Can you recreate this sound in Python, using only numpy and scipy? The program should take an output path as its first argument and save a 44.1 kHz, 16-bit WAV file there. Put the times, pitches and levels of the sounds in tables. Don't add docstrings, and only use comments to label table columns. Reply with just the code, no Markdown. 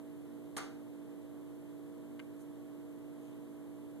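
import sys
import numpy as np
from scipy import signal
from scipy.fft import rfft, irfft
from scipy.io import wavfile

SR = 44100
rng = np.random.default_rng(int(sys.argv[2]) if len(sys.argv) > 2 else 0)


def wav_record(signal):
    frames = np.transpose(np.atleast_2d(signal))
    bounded = np.clip(frames, -1, 1)
    quanta = np.round(bounded * 32767).astype(np.int16)
    wavfile.write(sys.argv[1], SR, quanta)


N = 176400
TIME = np.arange(N) / SR
BIN_HZ = np.arange(N // 2 + 1) * SR / N


def undb(db):
    return 10 ** (np.asarray(db) / 20)


def along(hz, points):
    point_hz, values = np.array(points, float).T
    return np.interp(np.log(np.maximum(hz, 1)), np.log(point_hz), values)


def noise(db):
    return irfft(rfft(rng.standard_normal(N)) * undb(db), N) * np.sqrt(SR / 2)


def coloured(points):
    return noise(along(BIN_HZ, points))


def stereo(mid, side):
    return np.array([mid + side, mid - side])


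def wide_noise(db, side_db):
    return stereo(noise(db), undb(side_db) * noise(db))


def fade(t60):
    return np.exp(-np.log(1000) * TIME / t60)


def delayed(sound, seconds):
    return np.pad(sound, ((0, 0), (int(seconds * SR), 0)))[:, :N]


def wander(rate_hz):
    drift = noise(-10 * np.log10(1 + (BIN_HZ / rate_hz) ** 4))
    return drift / drift.std()


def treble(hz, corner_hz=5500):
    return 1 - 1 / (1 + (hz / corner_hz) ** 4)


def hum(motor_hz=58.41, mains_hz=60, waver=0.072, waver_hz=15):
    # (harmonic number, level [dB], left minus right [dB], left phase lead [rad])
    motor_lines = [(2, -71.5, -3, -0.44), (5, -48.5, -6.5, -0.16), (6, -60.5, 3.5, -0.27),
                   (7, -67, -3.5, -0.75), (8, -64, -1, 0.15), (9, -73.5, 4, -1.4), (10, -79.5, -2.5, 1),
                   (11, -68, 5, -0.3), (13, -84, -11, 0.92), (15, -81.5, 5, -0.66), (17, -85.5, -17, 0.38),
                   (19, -85.5, 13.5, -0.51)]
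    mains_lines = [(4, -67, 1.7, 0.0093), (10, -82.5, 0.6, 0.64)]
    sides = np.array([[.5], [-.5]])
    out = 0
    for base_hz, lines in (motor_hz, motor_lines), (mains_hz, mains_lines):
        for harmonic, db, pan_db, lead in lines:
            phase = 2 * np.pi * (harmonic * base_hz * TIME + rng.random()) + waver * wander(waver_hz)
            amplitude = np.sqrt(2) * undb(db + sides * pan_db) * (1 + waver * wander(waver_hz))
            out = out + amplitude * np.sin(phase + sides * lead)
    return out


def air(drone_hz=241.1, half_width_hz=4.3, drone_db=-70.5):
    # (frequency [Hz], density [dB per Hz])
    mid_colour = [(25, -108), (60, -107.5), (110, -83.5), (170, -79.5), (280, -82.5), (450, -85.5),
                  (700, -97), (1100, -103), (1700, -108), (2150, -109), (2600, -117), (3100, -111),
                  (4000, -117), (6000, -128), (14000, -130)]
    side_colour = [(25, -103), (50, -99), (95, -82), (180, -86.5), (300, -87), (480, -92), (700, -101),
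                   (1100, -107), (2000, -110), (3000, -111), (4500, -124), (14000, -130)]
    drone = noise(drone_db - 20 * np.log10(1 + ((BIN_HZ - drone_hz) / half_width_hz) ** 2))
    return stereo(coloured(mid_colour) + drone, coloured(side_colour))


def thuds(cutoff_hz=75):
    # (time [s], bass density before the envelope [dB per Hz])
    shifts = [(.29, -92), (.572, -76), (.635, -74)]
    lowpass_db = -10 * np.log10(1 + (BIN_HZ / cutoff_hz) ** 6)
    swell = fade(t60=.13) * (1 - fade(t60=.03))
    return sum(delayed(wide_noise(db + lowpass_db, side_db=-8) * swell, start) for start, db in shifts)


def door_ring():
    # (frequency [Hz], relative level [dB], t60 [s])
    modes = [(715, -50, 0.14), (781, -54, 0.78), (884, -59, .6), (1147, -53, .3), (1178, -47, .33),
             (1248, -49, 0.33), (1394, -56, .38), (1546, -52.5, 0.42), (1630, -62, .5), (1816, -59, 0.31),
             (2075, -56, 0.49), (2126, -50, .22), (3194, -51, .1), (6385, -63, 0.11), (7693, -45, 0.11)]
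    return sum(undb(db) * np.sin(2 * np.pi * (hz * TIME + rng.random())) * fade(t60)
               for hz, db, t60 in modes)


def room_tail(colour, build_s=0.0061):
    # (frequency [Hz], t60 [s])
    decay_times = [(200, 0.87), (1200, 0.44), (4000, 0.43), (8000, 0.34), (13000, 0.28)]
    octaves_hz = 125 * 2. ** np.arange(8)
    spectrum = rfft(wide_noise(along(BIN_HZ, colour), side_db=0))
    tail = 0
    for hz in octaves_hz:
        band = along(BIN_HZ, list(zip(octaves_hz, octaves_hz == hz)))
        tail = tail + irfft(spectrum * band, N) * fade(along(hz, decay_times))
    return tail * (1 - np.exp(-TIME / build_s))


def knock():
    # (time [s], clack gain [dB], clack treble [dB], crack pitch [Hz], crack level [dB], crack t60 [s])
    contacts = [(.5664, 2, -8, 3960, -39.5, 0.0055), (.5692, -3, -1, 814, -34.5, 0.015),
                (0.5707, -6, 8.5, 9130, -46, 0.01), (.5785, -9, -1, 6760, -42, 0.0065),
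                (.5803, -5, 6.5, 9000, -47, 0.015), (.5858, -2.5, -6, 1100, -36, 0.003)]
    # (frequency [Hz], relative density [dB])
    clack_colour = [(60, -84), (300, -75), (550, -82), (780, -69.5), (1020, -96), (1220, -73),
                    (1700, -77.5), (2600, -85), (4100, -88.5), (5000, -80), (6100, -87.5), (8000, -79),
                    (9700, -80.5), (11200, -94), (12600, -88.5), (14000, -101)]
    room_colour = [(100, -100), (450, -82.5), (750, -87.5), (1300, -83), (2200, -88.5), (4000, -94.5),
                   (8000, -94.5), (10000, -99), (13500, -113)]
    ring_out = undb(-3.5) * door_ring() + undb(4.5) * room_tail(room_colour)
    out = delayed(ring_out, contacts[0][0])
    for start, clack_db, treble_db, crack_hz, crack_db, crack_t60 in contacts:
        density_db = along(BIN_HZ, clack_colour) + clack_db + treble_db * treble(BIN_HZ)
        clack = wide_noise(density_db, side_db=-2) * fade(t60=0.025)
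        crack = undb(crack_db) * np.sin(2 * np.pi * crack_hz * TIME) * fade(crack_t60)
        out = out + delayed(clack + crack, start)
    return out


def claw(side_db=-4):
    # (time [s], gain [dB], ring treble [dB])
    touches = [(2.1943, -2, -7), (2.1995, -2, -8)]
    # (frequency [Hz], relative density [dB])
    scratch_colour = [(500, -114), (1200, -94), (1700, -95), (2300, -77.5), (2950, -85), (3600, -104),
                      (6000, -116), (9000, -112), (13000, -124)]
    # (frequency [Hz], relative level [dB], t60 [s])
    modes = [(1584, -59, 0.055), (2120, -48, 0.023), (2860, -48, 0.02), (4580, -57.5, 0.011),
             (7200, -56.5, .013), (9200, -62, 0.011)]
    out = delayed(undb(-24) * room_tail(scratch_colour), touches[0][0])
    for start, db, treble_db in touches:
        ring = sum(undb(mode_db + treble_db * treble(hz)) * np.sin(2 * np.pi * hz * TIME) * fade(t60)
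                   for hz, mode_db, t60 in modes)
        ring_to_left = stereo(ring, undb(side_db) * ring)
        scratch = wide_noise(along(BIN_HZ, scratch_colour), side_db) * fade(t60=0.031)
        out = out + undb(db) * delayed(ring_to_left + scratch, start)
    return out


def fur(grain_db=2.5, grain_hz=50):
    # (peak time [s], time spread [s], centre [Hz], peak density [dB per Hz])
    strokes = [(2.415, 0.02, 8200, -111), (3.29, 0.094, 2600, -112), (3.255, 0.057, 7500, -118)]
    out = 0
    for peak_s, spread_s, centre_hz, db in strokes:
        density_db = db - 24 * np.log2(np.maximum(BIN_HZ, 1) / centre_hz) ** 2
        swell = np.exp(-.5 * ((TIME - peak_s) / spread_s) ** 2)
        out = out + wide_noise(density_db, side_db=-1) * swell
    return out * undb(grain_db * wander(grain_hz))


def scene():
    return knock() + thuds() + claw() + fur() + hum() + air()


def record(dry, cross_feed=0.75, lag_samples=17, top_hz=13950):
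    # (frequency [Hz], density [dB per Hz])
    hiss_colour = [(100, -126), (2700, -127), (4000, -119), (5400, -118), (7200, -112.5), (10000, -111),
                   (14000, -110.5)]
    opposite = np.pad(dry[::-1], ((0, 0), (lag_samples, 0)))[:, :N]
    widened = dry - cross_feed * opposite
    hiss = np.array([coloured(hiss_colour), coloured(hiss_colour)])
    high_cut = signal.ellip(12, .2, 70, top_hz, fs=SR, output="sos")
    return signal.sosfilt(high_cut, widened + hiss)


dry = scene()
out = record(dry)
wav_record(out)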